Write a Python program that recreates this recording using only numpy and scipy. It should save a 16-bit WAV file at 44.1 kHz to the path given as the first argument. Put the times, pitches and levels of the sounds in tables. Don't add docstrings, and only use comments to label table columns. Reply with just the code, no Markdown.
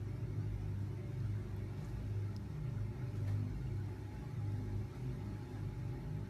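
import sys
import numpy as np
from scipy import signal
from scipy.fft import rfft, irfft, next_fast_len
from scipy.io import wavfile
from scipy.ndimage import uniform_filter1d, map_coordinates

SR = 44100
rng = np.random.default_rng(int(sys.argv[2]) if len(sys.argv) > 2 else 0)


def log_audio(samples):
    frames = np.atleast_2d(samples).T
    limited = np.clip(frames, -1, 1)
    pcm = np.round(limited * 32767).astype(np.int16)
    wavfile.write(sys.argv[1], SR, pcm)


def ratio_of_db(decibels):
    return 10 ** (np.asarray(decibels, float) / 20)


N = 277589

# f/Hz, rest level/dB (scaled in varying), wander/Hz, flutter/dB, waver/Hz
DRONE_BANDS = [(53.46, -59, 2.55, 4, 1.97), (102, -54.5, 0.92, 1.5, .9), (125, -54, 6, 3.5, 2.5)]
# f/Hz, waver/Hz, flutter/dB, power share of pure tone/0-1
OVERTONES = [(151, 2.5, 2.5, .25), (203, 4.5, 2.5, .4), (251.5, 2.5, 2.5, .15), (842, 13, 3, .05)]


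def unit(x):
    return x / np.sqrt(np.mean(x ** 2) + 1e-20)


def curves(rows):
    knot_s, *columns = np.transpose(rows)
    return [np.interp(np.arange(N) / SR, knot_s, column) for column in columns]


def wobble(knots_per_s):
    knots = rng.standard_normal(int(N * knots_per_s / SR) + 4)
    return map_coordinates(knots, [np.arange(N) * knots_per_s / SR])


def noise(gain):
    size = next_fast_len(N)
    white = rfft(rng.standard_normal(size))
    return unit(irfft(white * gain(np.fft.rfftfreq(size, 1 / SR)), size)[:N])


def spectrum(points):
    hz, db = np.transpose(points)
    return lambda f: ratio_of_db(np.interp(np.log(f + 1), np.log(hz + 1), db, -120, -120))


def peak(f, hz, width_hz):
    return 1 / (1 + ((f - hz) / (width_hz / 2)) ** 2) ** 2


def ragged(f, step_hz):
    return map_coordinates(rng.standard_normal(int(f[-1] / step_hz) + 4), [f / step_hz])


def tone(hz):
    cycles = np.cumsum(hz + np.zeros(N)) / SR
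    return np.sqrt(2) * np.sin(2 * np.pi * (cycles + rng.random()))


def varying(hz, rest_db, rest_hz):
    # start/s, length/s, pitch/Hz, added level at top/dB
    louder_stretches = [(0.402, 0.3, 52.9, -45.5), (.8, 0.25, 56, -52), (1.03, .45, 52, -51.5),
                        (1.847, 0.45, 55.5, -47), (2.552, 0.42, 51.6, -48), (3.024, 0.42, 50.48, -51),
                        (3.38, 0.39, 50.5, -49), (4.097, .15, 57.03, -48), (4.422, .45, 51, -46.5),
                        (4.917, 0.46, 50.7, -54), (5.49, 0.76, 50.1, -49), (-.06, 0.27, 102.5, -44),
                        (.14, 0.55, 102.2, -41.5), (0.55, 0.48, 99.7, -41), (0.953, .28, 102, -46),
                        (1.176, 0.26, 102.2, -38), (1.448, 0.39, 99.54, -43), (1.83, 0.22, 103.4, -47.5),
                        (2.024, 0.32, 101.4, -39), (2.27, 0.27, 101.3, -45), (2.693, 0.25, 104.2, -40.5),
                        (3.003, .35, 101.1, -39.5), (3.22, .35, 101.3, -39), (3.6, 0.4, 100.6, -44),
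                        (3.97, 0.23, 101.8, -46), (4.33, .32, 102, -40), (4.579, 0.3, 101.4, -42.5),
                        (5.14, 0.31, 102.7, -45), (5.5, 0.22, 101.1, -44.5), (5.763, 0.17, 102.7, -44),
                        (6.005, 0.51, 102, -45.5), (.18, 0.18, 120.4, -44.5), (0.779, .22, 129, -44),
                        (1.08, 0.25, 128, -43.5), (1.851, 0.23, 122, -50), (2.579, 0.25, 125, -47),
                        (2.929, .17, 127.3, -46), (3.139, 0.12, 121.5, -44.5), (3.578, 0.23, 126.5, -43),
                        (4.971, 0.15, 127.2, -41), (5.341, 0.14, 128, -46), (4.72, .16, 126.1, -46),
                        (5.58, .15, 129.8, -44.5), (5.76, 0.31, 127.7, -46), (6.097, .1, 131.7, -45.5),
                        (.29, .28, 150.5, -48.5), (0.603, .17, 151.5, -49.5), (1.696, 0.19, 150.9, -50),
                        (1.023, 0.23, 151.4, -46), (2.483, .38, 151.4, -45.5), (3.03, 0.45, 151, -49.5),
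                        (3.903, 0.83, 150.1, -53.5), (4.937, 0.59, 151, -52.5), (5.48, .25, 151.2, -50),
                        (5.912, .34, 152.1, -46), (.35, .5, 203, -56.5), (2.2, .3, 203.8, -54.5),
                        (2.63, .3, 202.8, -53.5), (3.3, .35, 203, -53.5), (4.549, 0.38, 203.1, -56.5),
                        (5.05, 0.32, 203, -55), (.28, 0.14, 251.3, -57.5), (2.8, 0.21, 249.2, -55),
                        (5.001, .25, 250.7, -57.5), (5.85, .27, 250.9, -57), (3.201, 0.37, 251.5, -49),
                        (4.508, 0.33, 251.5, -53.5), (5.38, .4, 251.4, -56)]
    pointedness = 0.719
    drifting_db = rest_db + 3 * wobble(4)
    power = ratio_of_db(2.028 * drifting_db)
    pull = power * rest_hz
    bands_hz = np.array([row[0] for row in DRONE_BANDS + OVERTONES])
    for start_s, length_s, pitch_hz, top_db in louder_stretches:
        if bands_hz[np.argmin(abs(bands_hz - pitch_hz))] != hz:
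            continue
        first = max(round(start_s * SR), 0)
        last = min(round((start_s + length_s) * SR), N)
        at = np.arange(first, last)
        arch = abs(np.sin(np.pi * (at / SR - start_s) / length_s))
        lift = ratio_of_db(2 * top_db) * arch ** (2 * pointedness)
        power[at] += lift
        pull[at] += lift * pitch_hz
    return np.sqrt(power), pull / power


def drone():
    out = np.zeros(N)
    for hz, rest_db, wander_hz, flutter_db, waver_hz in DRONE_BANDS:
        gain, pitch = varying(hz, rest_db, hz + wander_hz * wobble(6))
        flutter = ratio_of_db(flutter_db * wobble(13))
        out += gain * unit(flutter * tone(pitch + waver_hz * wobble(11)))
    return out


def motor():
    # multiple of the mains, level/dB
    steady = [(6, -66), (10, -86)]
    overtone_rest_db = [-58, -59, -64.5]
    # t/s, rest level/dB (scaled in varying)
    whine = [(0, -75.5), (1.75, -78), (1.82, -69.5), (3.5, -70.5), (4.1, -67.5), (5.2, -65.5),
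             (6.29, -64.5)]
    mains_hz = 50
    out = np.zeros(N)
    for multiple, db in steady:
        out += ratio_of_db(db + 1.1 * wobble(2.53)) * tone(multiple * mains_hz)
    rests_db = overtone_rest_db + curves(whine)
    for rest_db, (hz, waver_hz, flutter_db, pure) in zip(rests_db, OVERTONES):
        gain, pitch = varying(hz, rest_db, hz)
        line = tone(round(hz / mains_hz) * mains_hz)
        flutter = ratio_of_db(flutter_db * wobble(3 * waver_hz))
        loose = unit(flutter * tone(pitch + waver_hz * wobble(3 * waver_hz)))
        out += gain * (np.sqrt(pure) * line + np.sqrt(1 - pure) * loose)
    return out


def rumble():
    # f/Hz, -6 dB width/Hz, relative level/dB
    resonances = [(28, 18, -15), (57.4, 6.5, -3), (69, 17, 1.5), (101.6, 6.5, -1.5), (122, 18, 0),
                  (166.5, 8.9, -7.5), (181.4, 13.5, -3.5), (229, 15, -12.5), (262, 10, -7.5),
                  (281.3, 14, -7), (301.8, 6.2, -2), (321, 20, -9.5), (351.7, 6.9, -4), (366.1, 9.9, -4.5),
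                  (375.8, 8.3, -9), (396, 14, -11), (414.6, 10, -12), (438, 17, -24), (504, 24, -24),
                  (578.6, 6.5, -12.5), (601.6, 15, -22), (630.5, 12, -22), (897, 16, -20.5),
                  (1071, 10, -28), (1317, 24, -27), (1683, 20, -28.5), (1873, 18, -27), (2147, 23, -29),
                  (2300, 10, -30), (3720, 7, -29.5)]
    # f/Hz, relative density level/dB
    between = [(13, -69), (22, -27.5), (117, 4.5), (248, -10.5), (377, -15), (466, -38.5), (583, -25.5),
               (688, -35.5), (800, -28.5), (1040, -38), (1760, -120)]
    split_hz = 311

    def ring(low_hz, high_hz):
        chosen = [row for row in resonances if low_hz < row[0] < high_hz]
        return noise(lambda f: np.sqrt(sum(ratio_of_db(2 * db) * peak(f, hz, width) for hz, width, db in chosen)))

    lower = ratio_of_db(-52) * ring(0, split_hz)
    upper = ratio_of_db(-57.5 + wobble(5)) * ring(split_hz, SR)
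    return lower + upper + ratio_of_db(-54) * noise(spectrum(between))


def brush_strokes():
    # t/s, fade time constant/s, fur level/dB, lift of the air hiss/dB
    brushes = [(1.12, 0.16, -92, 1.5), (1.78, 0.091, -84, 2.5), (1.85, .12, -75, 0),
               (2.366, 0.033, -76, -4), (3.16, .06, -73, 1), (3.279, 0.053, -76, 7), (3.75, 0.21, -79, -2),
               (4.15, .12, -82, 1), (4.5, .25, -80, -0.5), (4.95, .15, -81, 1.5), (5.5, 0.079, -78, -0.5)]
    rise_over_fade = 0.15
    t = np.arange(N) / SR
    strokes = []
    for s, fade_s, fur_db, lift_db in brushes:
        age = np.where(t < s, (s - t) / (rise_over_fade * fade_s), (t - s) / fade_s)
        strokes.append((np.exp(-age), fur_db, lift_db))
    return strokes


def air_hiss(strokes):
    # f/Hz, relative density level/dB
    air_colour = [(300, -32), (450, -2.5), (600, -6), (780, -5.5), (960, -7), (1600, -8.5), (2190, -8.5),
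                  (3080, -19.5), (3900, -18), (4600, -18.5), (4900, -23), (5300, -19), (7650, -27.5),
                  (9700, -27.5), (10400, -31), (11300, -27.5), (13900, -30.5)]
    t = np.arange(N) / SR
    level_db = -63.5 + 0.16 * (t - t.mean()) + 0.3 * wobble(2.908)
    level_db += sum(envelope * lift_db for envelope, _, lift_db in strokes)
    colour = spectrum(air_colour)
    combed = noise(lambda f: colour(f) * ratio_of_db(2.2 * ragged(f, step_hz=21.94)))
    z = signal.stft(combed, nperseg=1024)[2]
    flicker = uniform_filter1d(rng.standard_normal(z.shape), size=2, axis=0)
    flicker = uniform_filter1d(flicker, size=4, axis=1)
    flickering = signal.istft(z * ratio_of_db(3.19 * unit(flicker)), nperseg=1024)[1][:N]
    return ratio_of_db(level_db) * unit(flickering)


def fur(strokes):
    # f/Hz, relative density level/dB
    fur_colour = [(1500, -120), (2500, -3), (5000, 4.5), (9000, -2.5), (14000, -6), (15000, -120)]
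    rubbing = ratio_of_db(-84.5) + sum(envelope * ratio_of_db(db) for envelope, db, _ in strokes)
    clumps = ratio_of_db(1.2 * wobble(45) + 2.5 * wobble(400))
    return rubbing * unit(clumps * noise(spectrum(fur_colour)))


def claws():
    # t/s, level/dB (ahead of the burst and snap gains), pitch/Hz, width/Hz, t60/s
    ticks = [(1.2027, -50, 4200, 1500, .01), (1.5644, -50, 12300, 3000, .014),
             (1.8466, -54, 6800, 2500, .04), (1.856, -62, 9500, 4000, .03), (2.3641, -38, 5000, 1700, .009),
             (2.3638, -49, 11500, 4000, .007), (2.3714, -58, 6000, 3500, .015),
             (3.277, -54, 2300, 2600, .12), (3.2775, -53, 7000, 8000, .014)]
    out = np.zeros(N)
    t = np.arange(4096) / SR
    f = np.fft.rfftfreq(len(t), 1 / SR)
    for s, db, hz, width_hz, t60_s in ticks:
        white = rfft(rng.standard_normal(len(t)))
        burst = unit(irfft(white * np.sqrt(peak(f, hz, width_hz))))
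        snap = np.sin(2 * np.pi * hz * t) * np.exp(-t * width_hz * 0.8)
        shape = ratio_of_db(-60 * t / t60_s) * (1 - np.exp(-t / 0.0005))
        out[round(s * SR):][:len(t)] += ratio_of_db(db) * shape * (0.4 * burst + 1.5 * snap)
    return out


def scene():
    strokes = brush_strokes()
    return (drone() + motor() + rumble() + air_hiss(strokes) + fur(strokes) + claws())[None]


def top_cut(x):
    return signal.sosfilt(signal.butter(12, 14270, fs=SR, output="sos"), x)


def record(dry):
    top_hz = 13950
    size = next_fast_len(N)
    passed = np.fft.rfftfreq(size, 1 / SR) < top_hz
    kept = irfft(rfft(dry, size) * passed, size)[:, :N]
    return top_cut(kept)


dry = scene()
out = record(dry)
log_audio(out)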